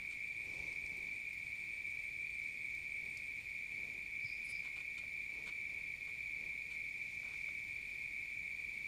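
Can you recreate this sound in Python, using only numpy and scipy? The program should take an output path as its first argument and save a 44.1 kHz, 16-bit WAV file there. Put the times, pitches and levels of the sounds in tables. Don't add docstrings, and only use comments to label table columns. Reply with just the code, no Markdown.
import sys
import numpy as np
from scipy import signal
from scipy.fft import rfft, irfft, next_fast_len
from scipy.io import wavfile

SR = 44100
rng = np.random.default_rng(int(sys.argv[2]) if len(sys.argv) > 2 else 0)


def file_out(sig):
    cols = np.atleast_2d(sig).T
    lim = np.clip(cols, -1, 1)
    pcm = np.round(lim * 32767).astype(np.int16)
    wavfile.write(sys.argv[1], SR, pcm)


N = 391166
T = np.arange(N) / SR


def undb(db):
    return 10 ** (np.asarray(db) / 20)


def level(x, db):
    return x * undb(db) / np.sqrt(np.mean(x ** 2))


def colour(x, points):
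    hz, db = np.transpose(points)
    bins = np.fft.rfftfreq(len(x), 1 / SR)
    gain = undb(np.interp(np.log(bins + 1), np.log(hz), db))
    return irfft(rfft(x) * gain, len(x))


def tilted(points, slope, pivot_hz):
    return [(hz, db + slope * np.log2(hz / pivot_hz)) for hz, db in points]


def band(x, hz, width_hz):
    edges = np.clip([hz - width_hz / 2, hz + width_hz / 2], 10, SR / 2 - 10)
    return signal.sosfilt(signal.butter(N=2, Wn=edges, btype="band", fs=SR, output="sos"), x)


def noise():
    return rng.standard_normal(N)


def wander(rate):
    size = next_fast_len(N, real=True)
    hz = np.fft.rfftfreq(size, 1 / SR)
    slow_part = rfft(noise(), size) * np.exp(-(hz / rate) ** 2)
    return level(irfft(slow_part, size)[:N], 0)


def arch(u):
    return np.sin(np.pi * np.clip(u, 0, 1))


def add(track, start, sound):
    place = track[max(int(start * SR), 0):][:len(sound)]
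    place += sound[:len(place)]


def yard(x, fade_s, echo_db):
    tail = noise()[:SR] * undb(-60 * T[:SR] / fade_s)
    return x + undb(echo_db) * signal.fftconvolve(x, tail / np.linalg.norm(tail))[:N]


# (pitch [Hz], gain [dB])
AIR_COLOUR = [(20, -5.5), (40, -0.5), (110, 1.5), (200, -3.5), (400, -9.5), (600, -14), (950, -15.5),
              (1300, -20.5), (2000, -11.5), (3400, -12), (4800, -14), (6000, -20), (7800, -23),
              (15500, -28)]

def air(air_db=-62.5):
    murmur = level(band(noise(), hz=349, width_hz=215), db=-82) * undb(2 * wander(1.5))
    rumble = level(colour(noise(), AIR_COLOUR), air_db) * undb(.33 * wander(3.4))
    return rumble + murmur


def electrics(hum_db=-72, buzz_db=-74, repeats_per_s=22.693):
    slot = (repeats_per_s * T - .235) % 1 * 12
    pips = (slot < 3) * arch(slot % 1) ** 2
    whine_phase = 2 * np.pi * np.cumsum(3630 + 45 * wander(144)) / SR
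    harmonics_db = [6, -5, -4.5, -4]
    whine = sum(undb(db) * np.sin(k * whine_phase) for k, db in enumerate(harmonics_db, 1))
    hum = np.sin(2 * np.pi * 49.4 * T + .5 * wander(3.5))
    return level(pips * whine, buzz_db) + level(hum, hum_db)


# (pitch [Hz], width [Hz], level [dB], throb rate [per s], throb depth [0-1])
FAR_SONGS = [(4494, 57, -77.5, 4.0, 0.17), (6920, 460, -77.5, 1.0, 0), (8820, 460, -79, 2.6, 0.03)]

def far_insects():
    out = 0
    for hz, width, db, rate, depth in FAR_SONGS:
        throb = 1 + depth * np.sin(2 * np.pi * rate * T + .5 * wander(1))
        out += level(band(noise(), hz, width) * throb, db)
    return out


# (time [s], level [dB])
PULSING_LEVELS = [(0, -77.5), (3.3, -76.5), (3.8, -90), (6.4, -93), (7.6, -81.5), (8.87, -83)]

def pulsing_insect(pulses_per_s=6.7):
    pulses = arch((pulses_per_s * T - .25) % 1)
    song = level(band(noise(), hz=8430, width_hz=230) * pulses, 0)
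    return song * undb(np.interp(T, *np.transpose(PULSING_LEVELS)))


# (middle time [s], level [dB])
CHIRP_PEAKS = [(4.29, -62.3), (4.522, -61.4)]

def chirping_insect(length_s=.155):
    swell = sum(undb(db) * arch((T - middle) / length_s + .5) for middle, db in CHIRP_PEAKS)
    chirps = swell * level(band(noise(), hz=4915, width_hz=510), 0)
    return yard(chirps, fade_s=.5, echo_db=-1.5)


# (time [s], level [dB])
RASP_STROKES = [(4.435, -64), (4.482, -58.5)]
# (pitch [Hz], gain [dB])
RASP_COLOUR = [(7000, -35), (7800, -10), (9500, -11), (10400, 0), (11000, -9), (12000, -30)]

def rasp(length_s=.048):
    strokes = sum(undb(db) * arch((T - start) / length_s) for start, db in RASP_STROKES)
    return strokes * level(colour(noise(), RASP_COLOUR), 0)


# (time [s], length [s], level [dB])
SKIN_STROKES = [(2.36, .22, -71.5), (2.66, .15, -72.5), (6.78, 1, -71.5)]

def skin_swishes():
    strokes = sum(undb(db) * arch((T - start) / length) for start, length, db in SKIN_STROKES)
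    return strokes * level(band(noise(), hz=5200, width_hz=3600), 0)


# (time [s], length [s], level [dB])
ARM_SWEEPS = [(.37, .47, -60.5), (.72, .52, -63.5), (2.88, .34, -67), (3.67, .4, -65.3), (5.279, .25, -63),
              (5.597, .3, -66.5), (6.32, .22, -64.5)]
# (pitch [Hz], gain [dB])
RUSTLE_COLOUR = [(30, -5), (70, -4), (150, 2.5), (260, -2.5), (390, 1.5), (600, -6), (1000, -8.5),
                 (1500, -21), (3000, -13), (6000, -14.5), (9000, -28), (15000, -42)]

def arm_rustles(plain_db=-61, brightening=.38):
    out = np.zeros(N)
    for start, length, db in ARM_SWEEPS:
        slope = brightening * (db - plain_db)
        rub = colour(rng.standard_normal(SR), tilted(RUSTLE_COLOUR, slope, pivot_hz=1000))
        add(out, start, level(rub, db) * arch(T[:SR] / length))
    return out


# (time [s], pitch [Hz], level [dB])
HAND_BUMPS = [(.59, 54.4, -51), (.615, 150, -55), (.832, 70, -51), (4.238, 125, -50)]

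def hand_bumps(length_s=.03):
    out, age = np.zeros(N), T[:SR]
    for start, hz, db in HAND_BUMPS:
        add(out, start, undb(db) * np.sin(2 * np.pi * hz * age) * arch(age / length_s) ** 2)
    return out


# (time [s], strength [dB], brightness [dB per octave])
TOOL_TAPS = [(.729, -56, -8), (.863, -55, -6), (.970, -59, 10), (1.332, -58, 10), (2.750, -58, 3),
             (3.173, -48.3, -.5)]
# (pitch [Hz], gain [dB])
TAP_COLOUR = [(1000, -20), (3000, -10), (4500, 12), (7000, 3), (9000, 2), (12000, -5), (15500, -11)]

def tool_taps(crack_s=.0015, ring_s=.022, ring_db=-16):
    out, age = np.zeros(N), T[:SR]
    strike = np.exp(-age / crack_s) + undb(ring_db) * np.exp(-age / ring_s)
    for start, db, slope in TOOL_TAPS:
        hiss = colour(rng.standard_normal(SR), tilted(TAP_COLOUR, slope, pivot_hz=6400))
        add(out, start, undb(db) * strike * hiss)
    return out


def press(length, bite_s=.004, lift_s=.01):
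    age = T[:SR]
    return np.minimum(age / bite_s, 1) * np.clip((length - age) / lift_s + .5, 0, 1)


# (time [s], length [s], strength [dB], brightness [dB per octave])
SCRATCHES_AND_KNOCK = [(.104, .03, -63.5, 5), (4.487, .03, -62, 5), (4.625, .06, -62.5, .5),
                       (4.758, .055, -60, 1), (4.975, .019, -60.5, 4), (5.029, .009, -68.5, -9),
                       (5.456, .041, -54, .5), (6.07, .032, -62, -1), (6.70, .05, -65.5, 4),
                       (7.228, .12, -67.5, -3), (7.477, .011, -57, -1.5)]
# (pitch [Hz], width [Hz], gain [dB])
PANEL_NOTES = [(630, 370, -4.5), (1074, 210, -1), (1460, 240, -1), (3050, 520, 3.5), (3430, 440, 1.5),
               (4300, 450, -2), (7000, 3200, -4.5)]

def scratches_and_knock(catches_per_s=4000, uneven_db=5, slips_per_s=140, slip_db=2.5):
    catches = noise() * (rng.random(N) < catches_per_s / SR)
    grip = undb(uneven_db * noise() + slip_db * wander(slips_per_s))
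    grit = level(catches * grip, 0)
    panel = 0
    for hz, width, note_db in PANEL_NOTES:
        pressure = np.zeros(N)
        for start, length, db, slope in SCRATCHES_AND_KNOCK:
            add(pressure, start, undb(db + slope * np.log2(hz / 2500)) * press(length))
        ring = band(grit * pressure + 1e-18, hz, width)
        panel += undb(note_db) * ring * np.sqrt(SR / 10 / width)
    return yard(panel, fade_s=.15, echo_db=-9)


def trill(hz, rate, roughness, duty=.892, sag_hz=60, waver_hz=4, uneven_db=.66, unsteady=.065):
    strokes = rate * T + rng.random() + unsteady * wander(9)
    progress = strokes % 1 / duty
    loudness_luck, phase_luck = rng.standard_normal((4096, 2))[strokes.astype(int)].T
    wing_phase = 2 * np.pi * np.cumsum(hz + waver_hz * wander(6.003)) / SR
    sag = np.pi * sag_hz * duty / rate * progress * (1 - progress)
    loudness = arch(progress) ** 1.21 * undb(uneven_db * loudness_luck)
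    return loudness * np.sin(wing_phase + sag + roughness * phase_luck)


# (wing pitch [Hz], stroke rate [per s])
CRICKET_WINGS = [(2320.6, 76.4), (2264, 56.1), (2398, 47.3), (2356, 84.2), (2200, 39.4), (2500, 66),
                 (2550, 58), (2055, 62), (1990, 56), (1900, 44), (2620, 62)]

def crickets(core_hz=2320, core_db=-50.3, faintest_db=-70.8, echo_s=.63):
    buzzer = trill(hz=2297, rate=126.15, roughness=.3, duty=.97, waver_hz=6, unsteady=.03)
    out = level(yard(buzzer, echo_s, echo_db=-1), db=-51.8)
    for hz, rate in CRICKET_WINGS:
        off_hz = abs(hz - core_hz)
        drop_db_per_hz = .07 if hz < core_hz else .058
        db = max(core_db - drop_db_per_hz * off_hz, faintest_db)
        roughness = np.interp(off_hz, [0, 45], [.4, 1])
        out += level(yard(trill(hz, rate, roughness), echo_s, echo_db=2), db)
    return out


def scene():
    songs = crickets() + far_insects() + pulsing_insect() + chirping_insect() + rasp()
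    work = tool_taps() + scratches_and_knock() + skin_swishes() + arm_rustles() + hand_bumps()
    return (songs + work + air() + electrics())[None]


def record(dry, top_hz=15500):
    return signal.sosfilt(signal.ellip(10, .1, 70, top_hz, fs=SR, output="sos"), dry)


dry = scene()
out = record(dry)
file_out(out)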